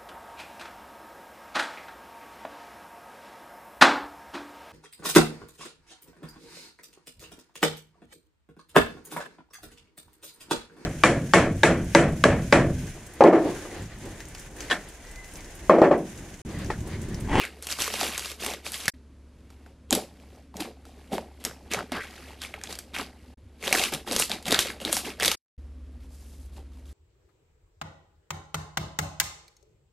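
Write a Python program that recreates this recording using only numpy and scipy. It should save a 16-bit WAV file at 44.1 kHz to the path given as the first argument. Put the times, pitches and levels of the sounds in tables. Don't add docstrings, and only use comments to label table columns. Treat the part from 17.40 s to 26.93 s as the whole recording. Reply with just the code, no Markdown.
import sys
import numpy as np
from scipy import signal
from scipy.fft import irfft, next_fast_len
from scipy.io import wavfile
from scipy.ndimage import uniform_filter1d, minimum_filter1d

SR = 44100
rng = np.random.default_rng(int(sys.argv[2]) if len(sys.argv) > 2 else 0)


def level_to_linear(level):
    exponent = np.asarray(level, float) / 20
    return 10 ** exponent


def output_pcm(signal):
    pcm = np.clip(np.atleast_2d(signal).T, -1, 1) * 32767
    wavfile.write(sys.argv[1], SR, np.round(pcm).astype(np.int16))


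N = 420273


def evened(x):
    return x / np.sqrt(np.mean(x ** 2) + 1e-20)


def read(points, hz):
    f, value = np.transpose(points)
    return np.interp(np.log(hz + 1), np.log(f + 1), value)


def add(mix, at, sound):
    mix[at:at + len(sound)] += sound


def slow(rate_hz):
    t = np.arange(0, N + 512, 512) / SR
    drift = sum(np.sin(2 * np.pi * (f * t + rng.random())) for f in np.geomspace(.3, rate_hz, num=16))
    return np.interp(np.arange(N) / SR, t, evened(drift))


# (start [s], start of fade-out [s])
SHOT_TIMES = [(-1, 1.499), (1.536, 5.94), (5.972, 7.951), (8.178, 10)]
# (room air [dB], hum [dB], lower hum [dB])
SHOT_LEVELS = [(-57.5, -50, -64), (-52, -50.5, -74), (-54, -51.5, -60.5), (-52, -42, -47.5)]


def by_shot(column):
    start = np.transpose(SHOT_TIMES)[0]
    shot = np.searchsorted(start * SR, np.arange(N), "right") - 1
    return level_to_linear(np.transpose(SHOT_LEVELS)[column][shot])


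# (frequency [Hz], level per hertz [dB])
AIR_SPECTRUM = [(15, -41.5), (25, -11), (48, -6), (80, -4), (98, -5.5), (121, -11.5), (205, -11),
                (255, -3.5), (310, -13), (397, -18), (558, -20), (829, -34.5), (897, -28), (11200, -46.5),
                (13500, -62)]
# (frequency [Hz], rms pitch waver [Hz], rms level waver [share])
HUM_TONES = [(70, .15, .15), (54, .5, .25)]


def background():
    size = next_fast_len(N)
    hz = np.fft.rfftfreq(size, 1 / SR)
    real, imaginary = rng.standard_normal((2, len(hz)))
    air = irfft((real + 1j * imaginary) * level_to_linear(read(AIR_SPECTRUM, hz)), size)[:N]
    out = by_shot(0) * evened(air)
    for k, (f, waver_hz, share) in enumerate(HUM_TONES):
        tone = np.sin(2 * np.pi * np.cumsum(f + waver_hz * slow(1.8)) / SR)
        out += by_shot(1 + k) * evened(tone * (1 + share * slow(20.0)))
    return out


# (frequency [Hz], time to fall 60 dB [s])
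ROOM_DECAY = [(250, 0.1), (660, 0.14), (1740, 0.12), (4600, 0.29), (11000, 0.24)]


def room(x):
    taps = np.zeros(SR // 2)
    at = np.arange(60, SR // 2 - 20, 20)
    taps[at + rng.integers(0, 20, len(at))] = rng.choice([-1., 1.], len(at))
    hz, t, z = signal.stft(taps, SR, nperseg=256)
    decay = level_to_linear(-60 * t / read(ROOM_DECAY, hz)[:, None])
    tail = signal.istft(z * decay, SR, nperseg=256)[1]
    tail /= np.linalg.norm(tail)
    shots = np.split(x, [round(start * SR) for start, _ in SHOT_TIMES[1:]])
    return np.concatenate([signal.oaconvolve(shot, tail)[:len(shot)] for shot in shots])


# (time [s], peak level [dB], pitch [Hz])
TABLE_THUMPS = [(0.626, -33, 267), (1.059, -39, 245), (2.525, -16, 264), (2.549, -27, 290),
                (3.21, -26.5, 296), (3.729, -28.5, 277), (4.361, -38.5, 123), (4.519, -26, 261),
                (5.148, -50, 191), (5.593, -29.5, 275), (6.029, -42.5, 91.5), (6.349, -32, 312),
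                (6.539, -34.5, 153), (6.708, -27.5, 290), (6.93, -35.5, 210), (7.1, -28.5, 307),
                (7.5, -31, 324), (7.849, -36, 319)]
THUMP_CYCLES, THUMP_RISE_CYCLES = 2.5, .8


def thumps():
    out = np.zeros(N)
    for s, db, hz in TABLE_THUMPS:
        turns = np.arange(4000) * hz / SR
        envelope = np.exp(-turns / THUMP_CYCLES) * (1 - np.exp(-turns / THUMP_RISE_CYCLES))
        blow = np.sin(2 * np.pi * turns) * envelope
        add(out, round(s * SR), level_to_linear(db) * blow / abs(blow).max())
    return out


# (time [s], length [s], level [dB], first pitch [Hz], last pitch [Hz])
SLIT_SQUEAKS = [(0, 0.056, -32.5, 3200, 1886), (4.33, .09, -36, 2200, 695), (4.524, 0.11, -36, 900, 2160),
                (4.999, .06, -44, 3660, 2600), (5.538, .045, -40, 3300, 1778),
                (5.586, 0.042, -36, 1510, 797)]
SQUEAK_POLE_HZ = 690


def squeaks():
    out, r = np.zeros(N), np.exp(-np.pi * SQUEAK_POLE_HZ / SR)
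    for s, length, db, first_hz, last_hz in SLIT_SQUEAKS:
        u = np.arange(round(length * SR)) / (length * SR)
        real, imaginary = rng.standard_normal((2, len(u)))
        flutter = signal.lfilter([1], np.convolve([1, -r], [1, -r]), real + 1j * imaginary)
        glide_hz = first_hz * (last_hz / first_hz) ** u
        carrier = np.exp(2j * np.pi * np.cumsum(glide_hz) / SR)
        envelope = np.sqrt(np.sin(np.pi * u ** 1.3))
        add(out, round(s * SR), level_to_linear(db) * envelope * evened((flutter * carrier).real))
    return out


# (start [s], hold [s], crackle [dB], fizz re crackle [dB], squelch re crackle [dB])
HAND_SQUEEZES = [(-.02, .075, -36.5, -8, -9), (0.215, .03, -44, 4.5, -40), (0.282, .045, -35, 2.5, -24.5),
                 (0.362, 0.12, -33.5, 0, -15), (0.48, 0.15, -35.5, -1.5, -8), (0.578, 0.11, -33.5, 0.5, -2),
                 (.7, 0.075, -37, -4.5, -10), (.77, 0.14, -40.5, 2, -12), (0.98, 0.13, -36.5, -1, -1.5),
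                 (1.085, 0.045, -40, -6.5, -1), (1.238, 0.046, -38.5, 0.5, -8),
                 (1.312, 0.068, -38.5, 2, -21.5), (1.379, .07, -41.5, 0.5, -12),
                 (1.435, 0.01, -38, -5.5, -19), (2.09, .03, -61, -4, -3), (2.25, .03, -65, -5, 11.5),
                 (2.503, 0.062, -35, -2, 8), (2.562, .05, -47, 0, 8.5), (3.138, .05, -53.5, -1.5, 14.5),
                 (3.191, 0.017, -33, -3, 2.5), (3.215, 0.031, -48.5, -9.5, 15.5),
                 (3.71, .045, -39.5, -1.5, 13), (3.445, 0.046, -60.5, 1.5, 8.5),
                 (3.99, 0.032, -54, -2.5, 6.5), (4.051, 0.0061, -35, -13, 1.5),
                 (4.303, 0.023, -30, -6.5, -8), (4.344, .06, -41.5, -16.5, 8), (4.511, .06, -34, -16.5, 0),
                 (4.585, 0.065, -41.5, -10, -13), (4.626, .3, -50.5, -5, -5), (5.002, .045, -38.5, -3, -12),
                 (5.128, .02, -43.5, -16.5, 1), (5.222, 0.04, -44.5, -6, -6.5),
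                 (5.275, .06, -43.5, -1.5, -1.5), (5.375, .03, -54, 0.5, -15), (5.529, .04, -34, -8, -7),
                 (5.58, .035, -35.5, -7, -2), (6.206, 0.23, -34.5, -2.5, 0), (6.328, .08, -29, 1, -6),
                 (6.405, .055, -30, 0, -20.5), (6.512, 0.021, -31, -4.5, 1.5),
                 (6.657, 0.049, -37, -3.5, 2.5), (6.701, 0.077, -34.5, 2.5, 0.5),
                 (6.775, 0.041, -29, 6, -11), (6.888, 0.045, -34.5, -4, 2), (7.046, 0.057, -33.5, -2.5, 0),
                 (7.082, 0.11, -28.5, -8.5, -3.5), (7.188, 0.026, -29, 3.5, -14),
                 (7.237, 0.063, -35, -5.5, 1.5), (7.398, .03, -40, -1.5, 1.5),
                 (7.437, 0.062, -35.5, -6.5, 3), (7.502, .08, -34.5, 7, -6), (7.632, 0.057, -36.5, -4, 2),
                 (7.788, .04, -32, -6.5, -5.5), (7.828, .1, -30.5, -1, -8.5), (8.586, .07, -67, 0.5, 0),
                 (8.66, .4, -71, 11.5, 0), (9.11, 0.049, -65, 2, 3), (9.148, 0.034, -56.5, -3, 10),
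                 (9.308, .1, -71.5, 4.5, 0.5), (9.437, 0.11, -66, 4, 0)]
# (time [s], crackle [dB])
LIGHT_TOUCH = [(0, -57.5), (1.45, -59.5), (1.54, -93), (2.0, -72), (2.3, -69), (2.41, -89), (2.75, -64),
               (3.0, -62.5), (3.1, -80), (3.4, -70), (3.6, -61), (3.9, -65), (4.28, -62), (5.1, -59),
               (5.5, -64.5), (5.93, -63.5), (5.96, -78.5), (6.2, -69), (7.0, -65), (7.9, -58.5),
               (8.18, -73.5), (8.33, -77.5), (8.6, -72.5), (9.52, -72.5)]
# (crackle [dB/s], fizz [dB/s], squelch [dB/s])
RELEASE_SLOPES = (-260, -300, -200)
TOUCH_FIZZ_DB, TOUCH_SQUELCH_DB, TOUCH_HZ = -4, 6, 2100
ATTACK_S, RISE_DB = 0.013, -21.5
SLOW_SHARE = .12
ARCH_DB = -2
POCKET_HZ, OCTAVES_PER_FIZZ_DB = 3300, .06
SAG_OCTAVES_PER_S = -5.5


def hands():
    t = np.arange(0, N / SR, 1 / 1000)
    start, hold, db, fizz_db, squelch_db = np.transpose(HAND_SQUEEZES)[:, :, None]
    age, touch_db = t - start, np.interp(t, *np.transpose(LIGHT_TOUCH))
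    swell_db = db + RISE_DB * np.clip(1 - age / (ATTACK_S + SLOW_SHARE * hold), 0, 10)
    swell_db += ARCH_DB * (1 - np.sin(np.pi * np.clip(age / hold, 0, 1)))
    gone = np.maximum(age - hold, 0)
    power = []
    parts = zip((0, fizz_db, squelch_db), RELEASE_SLOPES, (0, TOUCH_FIZZ_DB, TOUCH_SQUELCH_DB))
    for relative_db, fall, light_db in parts:
        squeeze = level_to_linear(swell_db + relative_db + fall * gone)
        power.append(np.vstack([squeeze, level_to_linear(touch_db + light_db)]) ** 2)
    octaves = OCTAVES_PER_FIZZ_DB * fizz_db + SAG_OCTAVES_PER_S * age.clip(0, .09)
    pitch = np.vstack([POCKET_HZ * 2 ** octaves, TOUCH_HZ + 0 * t])
    gains = [np.sqrt(p.sum(0)) for p in power]
    pocket_hz = (power[0] * pitch).sum(0) / power[0].sum(0)
    return t, gains, pocket_hz


def ring(hz, cycles, fall, rise):
    turns = np.arange(int(min(8 * cycles * SR / hz, 900))) * hz / SR
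    glide = turns + fall * cycles * (1 - np.exp(-turns / cycles))
    return np.sin(2 * np.pi * glide) * np.exp(-turns / cycles) * (1 - np.exp(-turns / rise))


def spread(at, size, shape):
    where = at[:, None] + np.arange(len(shape))
    return np.bincount(where.ravel(), np.outer(size, shape).ravel(), N + len(shape))[:N]


# (lowest pitch [Hz], highest pitch [Hz],
# decay [cycles], opening [cycles], level tilt towards the highest [dB], nominal burst rate [1/s])
CELL_SIZES = [(900, 4300, 4.2, 0.22, 2, 3000), (4300, 13000, 0.77, 0.12, 3, 9400),
              (177, 752, 2.6, 0.088, 2, 500)]
BURST_SPREAD_DB = 3.6
POCKET_FLOOR_DB, POCKET_OCTAVES = -5.5, .55
LUMPS_DB = 0.5


def crackle():
    t, kinds, out = np.arange(N) / SR, 20, np.zeros(N)
    s, levels, pocket_hz = hands()
    flurry = level_to_linear(2.2 * evened(uniform_filter1d(rng.standard_normal(N), 300)))
    for layer, (cell, gain) in enumerate(zip(CELL_SIZES, levels)):
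        lo, hi, cycles, rise, tilt_db, per_s = cell
        chance, pick, luck, flip = rng.random((4, N))
        at = np.flatnonzero(chance < per_s * flurry / SR)
        kind = (pick[at] * kinds).astype(int)
        pitches = np.geomspace(lo, hi, kinds)
        size_db = BURST_SPREAD_DB * np.minimum(-np.log(1 - luck[at]), 3.5) + tilt_db * kind / kinds
        if layer == 0:
            off = np.log2(pitches[kind] / np.interp(at / SR, s, pocket_hz)) / POCKET_OCTAVES
            size_db += POCKET_FLOOR_DB * (1 - np.exp(-off ** 2))
        size = level_to_linear(size_db) * np.sign(flip[at] - .5)
        bed = np.zeros(N)
        for k, hz in enumerate(pitches):
            shape = ring(hz, cycles, 0.21, rise)
            bed += spread(at[kind == k], size[kind == k], shape / np.linalg.norm(shape))
        lumps = level_to_linear(LUMPS_DB * evened(uniform_filter1d(rng.standard_normal(N), 900)))
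        out += np.interp(t, s, gain) * evened(bed * lumps)
    return out


SMALL_PER_S = 70
SMALL_DB, SMALL_SPREAD_DB = 6.5, 6
SMALL_SNAP_DB, SMALL_SWOOP_DB = -13.5, -12.5


def small_pops():
    t, gains, pocket_hz = hands()
    chance, luck, pitch = rng.random((len(t), 3)).T
    db = 20 * np.log10(gains[0]) + SMALL_DB + SMALL_SPREAD_DB * luck
    hz = pocket_hz * 2 ** (2 * pitch - .5)
    rows = np.transpose([t, db, hz, SMALL_SNAP_DB + 0 * t, SMALL_SWOOP_DB + 0 * t])
    return rows[(chance < SMALL_PER_S * t[1]) & (db > -66)]


# (time mark [s]; the burst sounds BURST_DELAY_S later, peak level of the ring [dB],
# ring pitch [Hz], bright snap before its envelope re peak [dB], wet swoop before its envelope re peak [dB])
POCKET_BURSTS = [(0.0124, -23, 2560, -9.5, -9), (0.0426, -30, 2250, -19, 3),
                 (0.0504, -17.5, 2000, -14.5, -22), (0.2244, -21, 8540, -14, -24.5),
                 (0.2686, -19.5, 6500, -3, -12), (0.2873, -23.5, 2620, -9.5, -6.5),
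                 (0.3044, -19, 3690, -16, -14), (0.3132, -15, 6650, -16, -17),
                 (0.3242, -14.5, 4820, -11, -17), (0.3869, -25, 1090, -4, -2), (0.403, -15, 3390, -7, -10),
                 (0.4114, -14.5, 3940, -7, -30), (0.4198, -8, 5680, -10.5, -30),
                 (0.4423, -15.5, 6000, -11, -26), (0.4769, -22.5, 1130, -5.5, 3),
                 (0.5024, -25, 2840, -10, 0), (0.5382, -20.5, 3110, -1.5, 3),
                 (0.6107, -13.5, 4930, -15.5, 2), (0.6305, -16, 3560, -7, 0.5),
                 (0.7442, -37, 2830, 5, -15.5), (0.7775, -22.5, 6950, 4.5, -26),
                 (0.7935, -36, 3030, 11, -10), (0.846, -26.5, 2490, -6, -12), (0.857, -22.5, 4520, -8, -8),
                 (0.8974, -37.5, 2260, -10, -12), (0.9148, -31, 2330, 2.5, -1),
                 (1.0457, -24, 2455, 0.5, -17), (1.0624, -20, 2100, 0, -17), (1.1358, -20, 3420, -9.5, -3),
                 (1.264, -19.5, 2360, -11, -3), (1.319, -14.5, 10400, -14, -21.5),
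                 (1.3418, -18, 2980, -12.5, -19), (1.3563, -29.5, 2100, -14, -16.5),
                 (1.41, -30, 9960, -11, -12), (1.4556, -23.5, 2040, -0.5, -14),
                 (1.48, -6.5, 1686, -5.5, -15.5), (2.1026, -46, 1310, -3, -15),
                 (2.2614, -43, 1450, -11.5, -12), (2.5069, -3, 6900, -21.5, -17),
                 (2.5262, -4, 3660, -5.5, -3.5), (2.5497, -6, 9600, -8, -31),
                 (2.799, -43, 2320, -13, -18.5), (3.1408, -37.5, 925, -16, 3),
                 (3.1675, -24, 5800, -9.5, -17), (3.2046, -31, 920, 5, -16), (3.4521, -42, 1330, -4, -9.5),
                 (3.7271, -36, 2100, -7, -15), (3.78, -26, 880, -13, 12), (4.0394, -23, 8160, -9, -15),
                 (4.0495, -9.5, 7760, -7.5, -47.5), (4.1099, -36, 1470, -28, 6),
                 (4.3138, -21, 2630, -7, -18), (4.335, -14.5, 5600, -7, -1),
                 (4.345, -14.5, 2170, -13.5, 0.5), (4.389, -18, 1290, -19, -7), (4.406, -27, 1330, -23, 9),
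                 (4.5188, -24, 1880, -4.5, 8.5), (4.621, -33, 2050, -11, -18),
                 (4.8844, -42.5, 2640, -11, -9), (4.9055, -37, 880, -16, -11.5),
                 (4.9594, -56, 933, -17, -17), (5.0171, -20.5, 3890, -10, -32),
                 (5.036, -22, 3200, -14.5, -13), (5.0484, -22, 2240, -17, -16),
                 (5.1391, -20.5, 2180, -20, -5), (5.2131, -31, 1640, -11, -15),
                 (5.2365, -17.5, 6400, -15, -14.5), (5.2723, -28, 3400, -21, -15),
                 (5.3256, -22, 3600, -5.5, -13), (5.353, -32.5, 4260, -2.5, -20),
                 (5.3877, -21.5, 8100, -5.5, -18), (5.5634, -19.5, 2110, -17, -20),
                 (5.5849, -23.5, 2620, -4, 2), (5.5958, -25, 1090, -15.5, -1),
                 (6.2259, -25, 2226, -12, -12), (6.2381, -22.5, 2010, -15.5, -12),
                 (6.2714, -17.5, 2920, -13, -9), (6.2774, -10.5, 3310, -14, -4), (6.326, -2, 2250, -7, -13),
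                 (6.3403, -14, 4850, -9, 2.5), (6.3494, -8, 1783, -15, -6.5),
                 (6.3573, -15.5, 1432, -13, -12), (6.3756, -14, 3350, -10, -9),
                 (6.3842, -13.5, 2370, -7, -24), (6.395, -10.5, 3720, -9, -8),
                 (6.4144, -15.5, 2280, -12, -6), (6.4373, -9, 2640, -9.5, -20), (6.45, -17, 3230, -8, -21),
                 (6.5368, -19.5, 4180, -1, -14.5), (6.5466, -21.5, 3300, -3.5, -4),
                 (6.667, -37.5, 1233, -4, -5.5), (6.7116, -14.5, 3850, -11.5, -2.5),
                 (6.7214, -15, 4970, -8, 0), (6.7293, -16.5, 4710, -10.5, -2.5),
                 (6.7625, -10, 4900, -5, -9), (6.797, -2, 8850, -14.5, -13.5),
                 (6.8224, -7, 2730, -13.5, -15.5), (6.8473, -22, 4300, -10.5, -19),
                 (6.8953, -22.5, 4590, -6, -14.5), (6.9155, -8, 3570, -17.5, -17.5),
                 (7.0254, -30.5, 7350, -6.5, -22), (7.055, -19.5, 3260, -14.5, -13.5),
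                 (7.0811, -18, 2157, -2.5, -7.5), (7.1072, -11.5, 3520, -6.5, -6),
                 (7.1185, -7.5, 3510, -11, -10.5), (7.1235, -4.5, 3740, -7.5, -4),
                 (7.1404, -14, 1365, -9.5, -16.5), (7.1442, -3, 3540, -16, -18),
                 (7.1897, -3, 3180, -6, -26.5), (7.4013, -27.5, 2904, -10.5, -4),
                 (7.4495, -10, 3566, -13.5, -17.5), (7.5274, -1.5, 8740, -14, -15),
                 (7.5666, -12, 5190, -5.5, -5), (7.7985, -18, 1675, -6.5, -10),
                 (7.8231, -14.5, 1900, -5, 1.5), (7.8301, -12, 1924, -5, -13.5),
                 (7.8377, -13.5, 1770, -7.5, -7.5), (7.8474, -6, 3610, -10, -18),
                 (7.8566, -8, 5980, -3.5, -19), (7.8614, -11, 3450, -15, -10),
                 (7.879, -2.5, 3520, -10.5, -12.5), (7.9148, -8, 2895, -8, -16),
                 (9.169, -48, 3710, -13, -12), (9.1885, -53.5, 945, -14, -10), (9.319, -53, 1200, -10, -12),
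                 (9.371, -52, 982, -7, -12), (9.394, -57, 902, -3, -10), (9.4559, -50, 3460, -7, -13)]
BURST_DELAY_S = .0008


def pops():
    out, t = np.zeros(N + 2000), np.arange(900) / SR
    rows = np.vstack([POCKET_BURSTS, small_pops()])
    draws = rng.standard_normal((len(rows), 901))
    for (s, db, hz, snap_db, swoop_db), draw in zip(rows, draws):
        at = round((s + BURST_DELAY_S) * SR)
        dull = np.exp(-2 * np.pi * 0.28 * hz / SR)
        tear = evened(signal.lfilter([1, -.75], [1, -1.3 * dull, 0.47 * dull ** 2], draw[:900]))
        tear *= (np.exp(-t / 0.0014) + 0.42 * np.exp(-t / 0.0084)) * (1 - np.exp(-t / 0.00005))
        add(out, at, level_to_linear(db + snap_db) * tear)
        cell = ring(hz, cycles=2., fall=.1, rise=.3)
        add(out, at, level_to_linear(db) * cell / abs(cell).max())
        swoop_hz = 520 * level_to_linear(2.0 * draw[-1]) + 5500 * np.exp(-t / 0.0007056)
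        envelope = np.exp(-t / 0.0042) * (1 - np.exp(-t / 0.0018))
        swoop = np.sin(2 * np.pi * np.cumsum(swoop_hz) / SR) * envelope
        add(out, at, level_to_linear(db + swoop_db) * swoop)
    return out[:N]


def scene():
    near, bed = pops(), crackle() + squeaks() + thumps()
    reflected = room(level_to_linear(-10.5) * near + level_to_linear(-10.5) * bed)
    mono = near + bed + reflected + background()
    return np.array([mono, mono])


WIDE_HZ, WIDE_DB = 4400, -3.5
STEADY_DB = 11
WIDE_BELOW_DB = -33.5


def widen(mono):
    hz, t, z = signal.stft(mono, SR, nperseg=2048, noverlap=1024)
    bright = np.diff(mono, prepend=0) ** 2
    before = np.roll(uniform_filter1d(bright, 512) + 1e-18, 384)
    jump_db = 10 * np.log10(uniform_filter1d(bright, 256) / before + 1e-9)
    largest_jump_db = -minimum_filter1d(-jump_db, 2048)
    calm = largest_jump_db[np.minimum((t * SR).astype(int), N - 1)] < STEADY_DB
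    patches = evened(uniform_filter1d(uniform_filter1d(rng.standard_normal(z.shape), 90, 0), 3, 1))
    level_db = 10 * np.log10((abs(z[hz > WIDE_HZ]) ** 2).sum(0) + 1e-12)
    patches = patches > (level_db - WIDE_BELOW_DB) / 22.
    wide = (hz[:, None] > WIDE_HZ) * calm * patches
    random_phase = np.exp(2j * np.pi * rng.random(z.shape))
    smooth = np.sqrt(uniform_filter1d(abs(z) ** 2, 16, 0).clip(0))
    side = signal.istft(wide * smooth * random_phase, SR, nperseg=2048, noverlap=1024)[1][:N]
    fast, steady = uniform_filter1d(bright, 128).clip(0), uniform_filter1d(bright, 1024).clip(0)
    side *= level_to_linear(WIDE_DB) * np.sqrt(fast / (steady + 1e-18))
    return np.array([mono + side, mono - side])


def top_cut(x):
    return signal.sosfilt(signal.butter(12, 14230, fs=SR, output="sos"), x)


EDGE_HZ = 13020


def record(dry):
    t = np.arange(N) / SR
    gate = level_to_linear(-54)
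    for start, end in SHOT_TIMES:
        fade_in = (t > start) * np.clip((t - start) / 0.0031, 0, 1)
        gate = gate + fade_in * level_to_linear(-4500 * np.clip(t - end, 0, .05))
    cut = 0.8 * np.tanh(dry[0] / 1.032) * gate
    low_pass = signal.firwin(201, EDGE_HZ, window=("kaiser", 6), fs=SR)
    band = signal.oaconvolve(cut, low_pass, "same")
    return top_cut(widen(band))


dry = scene()
out = record(dry)
output_pcm(out)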